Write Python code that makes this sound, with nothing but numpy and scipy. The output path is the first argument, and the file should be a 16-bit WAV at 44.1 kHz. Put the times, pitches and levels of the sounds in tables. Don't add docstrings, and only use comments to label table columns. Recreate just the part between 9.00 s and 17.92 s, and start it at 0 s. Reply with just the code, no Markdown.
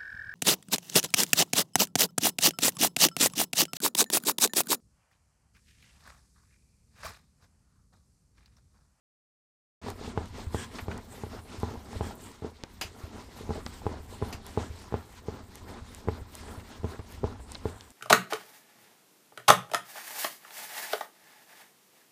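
import sys
import numpy as np
from scipy import signal
from scipy.io import wavfile

SR = 44100
rng = np.random.default_rng(int(sys.argv[2]) if len(sys.argv) > 2 else 0)


def inscribe(sig):
    pcm = np.round(np.clip(np.atleast_2d(sig).T, -1, 1) * 32767)
    wavfile.write(sys.argv[1], SR, pcm.astype(np.int16))


N = 393372


def from_db(db):
    return 10 ** (np.asarray(db) / 20)


def rms_one(x):
    return x / np.sqrt(np.mean(x ** 2) + 1e-20)


def band_pass(x, low_hz, high_hz):
    return signal.sosfilt(signal.butter(2, [low_hz, high_hz], "band", fs=SR, output="sos"), x)


def drift(rate_hz):
    r = np.exp(-2 * np.pi * rate_hz * 40 / SR)
    noise = rng.standard_normal(N // 40 + 2002)
    slow = signal.lfilter([1], [1, -2 * r, r * r], noise)[2000:]
    return np.interp(np.arange(N) / 40, np.arange(len(slow)), rms_one(slow))


def clicks(times, gains):
    out = np.full(N, 1e-18)
    np.add.at(out, (np.asarray(times) * SR).astype(int), gains)
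    return out


def ring(x, hz, t60):
    r = from_db(-60 / (t60 * SR))
    w = 2 * np.pi * hz / SR
    return signal.lfilter([0, np.sin(w)], [1, -2 * r * np.cos(w), r * r], x)


def contact(x, width_s):
    push = np.hanning(int(width_s * SR) + 2)
    return signal.lfilter(push / push.sum(), 1, x)


def resonances(x, modes):
    out = 0
    for k, (hz, width_hz, db) in enumerate(modes):
        peak = signal.lfilter(*signal.iirpeak(hz, hz / width_hz, fs=SR), x)
        out = out + from_db(db) * peak * (-1) ** k
    return rms_one(out)


def bursts(noise, s, db, t60):
    t = np.maximum(np.arange(N) / SR - s, 0)
    attack = np.minimum(t / .001, 1)
    return noise * from_db(db - 60 * t / t60) * attack


def friction(spectrum, grain_db, patchy_db, flicker_hz):
    hz, level = np.transpose(spectrum)
    edges = np.geomspace(hz[0], hz[-1], int(3 * np.log2(hz[-1] / hz[0])) + 2)
    grains = rng.standard_normal((2, N)) * from_db(grain_db * drift(170))
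    together = drift(flicker_hz)
    out = 0
    for k, (low, high) in enumerate(zip(edges, edges[1:])):
        band = band_pass(grains[k % 2], low, high)
        band_db = np.interp(np.log(low * high) / 2, np.log(hz), level)
        out = out + band * from_db(band_db + patchy_db * (together + drift(flicker_hz)))
    return rms_one(out)


# peak t/s, fade time/s, peak rub level/dB,
# peak fibre hiss level/dB
FABRIC_STROKES = [(0.876, 0.049, -37.5, -47), (1.057, 0.099, -44.0, -51.5), (1.197, 0.066, -43, -54.5),
                  (1.392, 0.073, -44, -50.5), (1.589, 0.087, -44.5, -47), (1.764, 0.078, -45, -49.5),
                  (1.93, 0.076, -40.5, -52.5), (2.194, 0.13, -49.0, -54.5), (2.353, 0.06, -45.5, -55),
                  (2.539, 0.095, -47, -52.5), (2.689, 0.096, -41.5, -51.5), (2.976, 0.17, -44.5, -54),
                  (3.076, 0.072, -42, -52), (3.257, 0.095, -51, -54), (3.463, 0.045, -44.5, -58),
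                  (3.655, 0.023, -68, -64), (3.865, 0.031, -54.5, -54), (4.015, 0.11, -50, -55),
                  (4.174, 0.07, -44, -51.5), (4.393, 0.1, -48.0, -51.5), (4.542, 0.081, -42, -51),
                  (4.73, 0.097, -53, -54.5), (4.901, 0.11, -43, -55), (5.133, 0.06, -48, -51),
                  (5.28, 0.097, -42.5, -51.5), (5.493, 0.076, -50, -52), (5.609, 0.054, -38, -50),
                  (5.81, 0.22, -53, -56.5), (5.958, 0.041, -41, -54.5), (6.159, 0.074, -62, -59),
                  (6.327, 0.096, -46.5, -56.5), (6.567, 0.07, -54.5, -55), (6.732, 0.098, -46, -56),
                  (6.945, 0.093, -54.5, -55.5), (7.113, 0.1, -45, -57.5), (7.367, 0.086, -52.5, -53.5),
                  (7.524, 0.12, -45.5, -55), (7.731, 0.079, -50, -54), (7.893, 0.07, -44, -52.5),
                  (8.126, 0.082, -54, -53.5), (8.274, 0.065, -42.5, -55), (8.534, 0.083, -51, -53.5),
                  (8.684, 0.065, -45.5, -55.0)]
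RISE_SHARE = 0.76


def stroke_db(peak_db, rest_db):
    t = np.arange(0, N, 32) / SR
    power = from_db(2 * rest_db)
    for (s, fade_s, *_), db in zip(FABRIC_STROKES, peak_db):
        u = (t - s) / np.where(t < s, RISE_SHARE * fade_s, fade_s)
        power = power + from_db(2 * db) * np.exp(-2 * u ** 2)
    return np.interp(np.arange(N) / SR, t, 10 * np.log10(power))


# f/Hz, level/dB, t60/s
KNOCK_MODES = [(232.4, -13.5, 0.14), (390, -30, 0.05), (442, 0.5, 0.039), (640, -16, 0.093),
               (822, -3.5, 0.037), (996, -14, 0.084), (1370, -30, 0.11)]


def catches(per_s, size_db):
    size = from_db(size_db * np.minimum(rng.exponential(1, N), 4))
    tugs = (rng.random(N) < per_s / SR) * size * rng.choice([-1, 1], N)
    dealt = rng.integers(0, len(KNOCK_MODES), N)
    out = 0
    for k, (hz, db, t60) in enumerate(KNOCK_MODES):
        out = out + from_db(db / 2) * ring(tugs * (dealt == k) + 1e-18, hz, t60 / 2)
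    return rms_one(out)


# f/Hz, relative level/dB per Hz
RUMBLE_SPECTRUM = [(15, -51), (25, -1.5), (81, 3.5), (108, -4.5), (157, -15), (200, -10.5), (260, -12),
                   (440, -120)]
# f/Hz, relative level/dB per Hz
RUB_SPECTRUM = [(88, 2), (150, -11.5), (226, -0.5), (334, -9.5), (423, -3), (548, -17.5), (827, -10.5),
                (908, -16), (1060, -13.5), (2500, -35.5), (3250, -37), (5500, -120)]
# f/Hz, relative level/dB per Hz
HISS_SPECTRUM = [(880, -2), (1500, -7), (1800, -3.5), (2570, -9.5), (3200, -8), (3680, -6.5), (6390, -12.5),
                 (8000, -16.5), (10400, -37), (17600, -120)]
# f/Hz, relative level/dB per Hz
SHEEN_SPECTRUM = [(3820, -16), (6500, -21), (8150, 6), (10700, -4), (15100, -1.5), (16000, -16),
                  (16500, -27)]
# t/s, rumble level over RUMBLE_DB/dB, sheen level before the swings of hiss and rub/dB,
# lowest frame mode level over the rub/dB
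SLOW_LEVELS = [(.8, 3, -65.5, -8), (1.3, 2, -67.5, -3.5), (1.6, -1, -65, -6), (2, -1, -63.5, -4),
               (2.7, -3, -66, -7), (3.1, 1.5, -58.5, -10), (3.4, -11, -68, -17), (3.7, -4, -65.5, -24),
               (4.0, -7, -66.5, -14), (4.6, 3.5, -65, -8), (5.4, 0.5, -65, -11), (6, -3, -66.5, -21),
               (6.6, -1.5, -65.5, -9), (7.3, -0.5, -63.5, -9.5), (7.9, -4.5, -66, -7),
               (8.401, 4, -66.5, -11), (8.92, -8, -58.5, -17)]
REST_RUB_DB, REST_HISS_DB = -58, -62.5
RUMBLE_DB, RUMBLE_FOLLOWS = -50, 0.12
SHEEN_HISS_SHARE, SHEEN_RUB_SHARE = 1, 0.43


def strokes():
    peaks = np.transpose(FABRIC_STROKES)
    rub_db = stroke_db(peaks[2], REST_RUB_DB)
    hiss_db = stroke_db(peaks[3], REST_HISS_DB)
    rub_swing = rub_db - rub_db.mean()
    hiss_swing = hiss_db - hiss_db.mean()
    s, *slow = np.transpose(SLOW_LEVELS)
    lean_db, shine_db, hum_db = [np.interp(np.arange(N) / SR, s, db) for db in slow]
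    rumble_gain = from_db(RUMBLE_DB + lean_db + RUMBLE_FOLLOWS * rub_swing)
    sheen_gain = from_db(shine_db + SHEEN_HISS_SHARE * hiss_swing - SHEEN_RUB_SHARE * rub_swing)

    slip = friction(RUB_SPECTRUM, grain_db=1.5, patchy_db=1.2, flicker_hz=25)
    rub = rms_one(slip + .65 * catches(per_s=350, size_db=4))
    hum = rms_one(ring(rng.standard_normal(N), KNOCK_MODES[0][0], t60=0.07))
    rumble = friction(RUMBLE_SPECTRUM, grain_db=2.5, patchy_db=1.0, flicker_hz=16)
    hiss = friction(HISS_SPECTRUM, grain_db=0.5, patchy_db=1.63, flicker_hz=13.2)
    sheen = friction(SHEEN_SPECTRUM, grain_db=2.0, patchy_db=3.0, flicker_hz=7.4)
    return (rumble_gain * rumble + from_db(rub_db) * (rub + from_db(hum_db) * hum)
            + from_db(hiss_db) * hiss + sheen_gain * sheen)


# t/s, peak level/dB, f/Hz, t60 of each resonance pass/cycles
TICK_EVENTS = [(0.903, -22, 8550, 1.3), (1.258, -33, 6000, 0.89), (1.484, -50, 7500, 6),
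               (1.978, -30.5, 8000, 3), (2.601, -30, 8000, 1.5), (3.068, -40, 12500, 6),
               (3.155, -34, 12800, 5), (3.223, -37, 12960, 4.5), (3.317, -41, 6000, 3.5),
               (3.569, -47, 4150, 7.3), (3.6367, -20.5, 4900, 2.1), (3.6372, -26, 418, 1.05),
               (4.6639, -22, 5000, 3.6), (4.664, -26.5, 447, 0.89), (4.741, -42, 9000, 6),
               (5.466, -25, 10100, 2.8), (5.790, -38, 6000, 2.7), (6.556, -25, 9900, 2.4),
               (6.948, -28, 8600, 4), (7.353, -24, 9100, 3.9), (8.124, -32, 10500, 3),
               (8.5193, -25, 8200, 5), (8.5480, -30.5, 5140, 6), (8.5530, -28.5, 4050, 13),
               (8.809, -28.5, 5200, 3.1), (8.8100, -39.5, 3430, 9.4), (8.905, -34, 8500, 2.9)]


def ticks():
    out = np.zeros(N)
    for s, db, hz, cycles in TICK_EVENTS:
        once = ring(clicks([s], 1.), hz, cycles / hz)
        twice = ring(once, hz, cycles / hz)
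        out += from_db(db) * twice / np.abs(twice).max()
    return out


ROOM_T60_S, WALL_CUT_HZ = 0.4, 610


def room(x):
    out = np.zeros(N)
    dull = np.exp(-2 * np.pi * WALL_CUT_HZ / SR)
    for k, lag in enumerate((np.geomspace(.009, .031, 10) * SR).astype(int)):
        loop, state = x.copy(), [0.]
        gain = from_db(-60 * lag / SR / ROOM_T60_S)
        for i in range(lag, N, lag):
            back, state = signal.lfilter([gain * (1 - dull)], [1, -dull], loop[i - lag:i], zi=state)
            loop[i:i + lag] += back[:N - i]
        out += (loop - x) * (-1) ** k
    return out


# t/s, blow level/dB, boom level over the blow/dB, knock level over the blow/dB
THUMP_EVENTS = [(1.0121, -36.5, -16, 4), (1.0774, -34.5, -14, 9.5), (1.1755, -13.5, -9.5, -10),
                (1.5457, -14.5, -9, -13.5), (1.8828, -19.5, -7.5, -13), (2.236, -24, -6, -5.5),
                (2.632, -23, -0.5, 0), (2.711, -35, -5, -3), (3.009, -17, -7, -7.5), (3.422, -29, -6, -4),
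                (3.446, -29, -7, 3.5), (4.4086, -37, -5, -1), (4.492, -32, 4.5, 5), (4.5058, -24, -7, 2),
                (4.578, -38.5, -20, 7.5), (4.856, -28, -2, -10), (4.8659, -18.5, -8.5, -6),
                (5.216, -30.5, -3, 0), (5.2238, -22, -0.5, 2.5), (5.5746, -20.5, -2, -2),
                (5.924, -21.5, -11, -11), (5.9411, -15.5, -8.5, -10), (6.2841, -25, -4, 2),
                (6.6918, -42, 4, -10), (7.0744, -27, -1, -3), (7.0852, -16, -8.5, -6),
                (7.483, -32.5, -9, -11), (7.5757, -37.5, 3.5, -18), (7.833, -34.5, 0, 1),
                (7.8437, -24.5, 0.5, 4), (7.9921, -39.5, 9, 6.5), (8.2329, -37, -2, 6),
                (8.241, -20, -2, -1.5), (8.6552, -20.5, -4, -4.5)]
# f/Hz, level/dB, t60/s
BOOM_MODES = [(80.5, -3.5, 0.18), (95.8, -10, 0.23)]


def thumps():
    s, blow_db, boom_db, knock_db = np.transpose(THUMP_EVENTS)
    scatter_db = rng.normal(0, 3.5, (len(s), len(KNOCK_MODES)))
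    rebound = s + .001
    out = 0
    for hz, db, t60 in BOOM_MODES:
        out = out + ring(clicks(rebound, from_db(blow_db + boom_db + db)), hz, t60)
    hard = np.clip((blow_db + 32) / 12, 0, 1)
    for share, width_s in ((hard, .0007), (1 - hard, .0015)):
        dent = from_db(23.0) * contact(clicks(s, share * from_db(blow_db)), 0.0008)
        knock = 0
        for k, (hz, db, t60) in enumerate(KNOCK_MODES):
            mode_gain = share * from_db(blow_db + knock_db + db + scatter_db[:, k])
            knock = knock + ring(clicks(s, mode_gain), hz, t60)
        out = out - contact(dent + knock, width_s)
    return out


SLAP_DB, SLAP_T60_S = -26.5, 0.057
SLAP_LOW_HZ, SLAP_HIGH_HZ = 400, 2170


def slaps():
    s, blow_db = np.transpose([row[:2] for row in THUMP_EVENTS + SHOVE_EVENTS])
    decay = from_db(-60 / (SLAP_T60_S * SR))
    dying = signal.lfilter([1], [1, -decay], clicks(s, from_db(blow_db + SLAP_DB)))
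    rough = band_pass(rng.standard_normal(N), SLAP_LOW_HZ, SLAP_HIGH_HZ)
    return dying * rms_one(rough)


# lift t/s, rms level at the lift/dB
DRAG_EVENTS = [(1.25, -54), (1.99, -50), (2.395, -49), (4.61, -53), (4.98, -55.5), (5.36, -54),
               (5.671, -59), (6.02, -52), (6.408, -52), (6.798, -53), (7.185, -52.5), (7.958, -50),
               (8.365, -54), (8.768, -53)]
DRAG_LOW_HZ, DRAG_HIGH_HZ = 620, 1500
DRAG_GROW_DB_PER_S, DRAG_STOP_DB_PER_S = 105, 900


def drags():
    t = np.arange(N) / SR
    grit = rng.standard_normal(N) * from_db(3 * drift(150))
    scrape = rms_one(band_pass(grit, DRAG_LOW_HZ, DRAG_HIGH_HZ))
    gain = 0
    for s, db in DRAG_EVENTS:
        swell_db = np.minimum(DRAG_GROW_DB_PER_S * (t - s), DRAG_STOP_DB_PER_S * (s - t))
        gain = gain + from_db(db + swell_db)
    return scrape * gain


# t/s, push level/dB
SHOVE_EVENTS = [(1.305, -34), (1.467, -25), (1.822, -30.5), (2.2, -42), (2.386, -36), (2.581, -33),
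                (2.771, -34), (2.96, -27), (3.847, -36), (4.036, -30), (4.138, -52), (4.604, -46),
                (5.001, -32.5), (5.343, -31), (5.7, -29.5), (6.13, -42), (6.432, -38.5), (6.62, -38),
                (6.817, -33), (7.214, -31), (7.406, -37), (7.796, -32), (8.177, -33.5)]


def shoves():
    s, push_db = np.transpose(SHOVE_EVENTS)
    push = contact(clicks(s, from_db(push_db)), 0.0038)
    return sum(from_db(db) * ring(push, hz, t60) for hz, db, t60 in BOOM_MODES)


# t/s, length/s, rms level at the crest/dB
PUFF_EVENTS = [(1.535, 0.13, -44.5), (3.01, 0.097, -51), (5.47, 0.15, -62), (5.58, 0.12, -54.5),
               (7.36, 0.22, -59), (8.66, 0.29, -63)]
# f/Hz, width/Hz, relative level/dB
NOSE_MODES = [(1630, 200, 3), (3270, 150, -0.5), (5800, 720, -10.5), (7140, 170, -2), (8200, 720, -5.5)]


def breath():
    t = np.arange(N) / SR
    swell = 0
    for s, length_s, db in PUFF_EVENTS:
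        phase = np.clip((t - s) / length_s, 0, 1)
        swell = swell + from_db(db) * np.sin(np.pi * phase) ** 0.72
    return swell * resonances(rng.standard_normal(N), NOSE_MODES)


# t/s, rms level at the start/dB, low edge f/Hz, high edge f/Hz, t60/s
SCUFF_EVENTS = [(1.7848, -31.5, 746, 2300, 0.073), (1.913, -37, 750, 2340, 0.056),
                (6.68, -47, 500, 1670, 0.17), (3.637, -39.5, 250, 1480, 0.048),
                (4.664, -33.5, 250, 1500, 0.032), (7.477, -47, 300, 1940, .15),
                (7.597, -45.5, 298, 2340, 0.06), (7.991, -42, 300, 1410, 0.082),
                (8.395, -44.5, 200, 1100, 0.077), (8.549, -38.5, 295, 1930, 0.052)]


def scuffs():
    white = rng.standard_normal(N)
    out = np.zeros(N)
    for s, db, low_hz, high_hz, t60 in SCUFF_EVENTS:
        out += bursts(rms_one(band_pass(white, low_hz, high_hz)), s, db, t60)
    return out


# t/s, rms level of the ring at the start/dB, t60/s
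RAKE_EVENTS = [(3.8117, -29, 0.15), (5.326, -37, 0.12)]
# f/Hz, width/Hz, relative level/dB
RAKED_MODES = [(457, 1100, -3), (850, 510, 3.5), (1570, 520, -5.5), (2600, 680, 2.5), (4900, 290, -0.5),
               (6000, 200, -2), (7260, 470, -10.5)]


def rakes():
    white = rng.standard_normal(N)
    hard = resonances(white, RAKED_MODES)
    out = np.zeros(N)
    for s, db, t60 in RAKE_EVENTS:
        out += bursts(hard, s, db, t60) + bursts(white, s, db - 8.0, 0.97 * t60)
    return out


ROOM_DB = -22.5


def scene():
    blows = ticks() + thumps() + shoves() + scuffs() + rakes()
    wet = from_db(ROOM_DB) * room(blows)
    return (strokes() + blows + wet + slaps() + drags() + breath())[None]


START_S, CUTOFF_HZ = 0.8150, 16300


def record(dry):
    fade = np.clip((np.arange(N) / SR - START_S) / 0.0021, 0, 1)
    return signal.sosfilt(signal.cheby2(12, 70, CUTOFF_HZ, fs=SR, output="sos"), dry * fade)


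dry = scene()
out = record(dry)
inscribe(out)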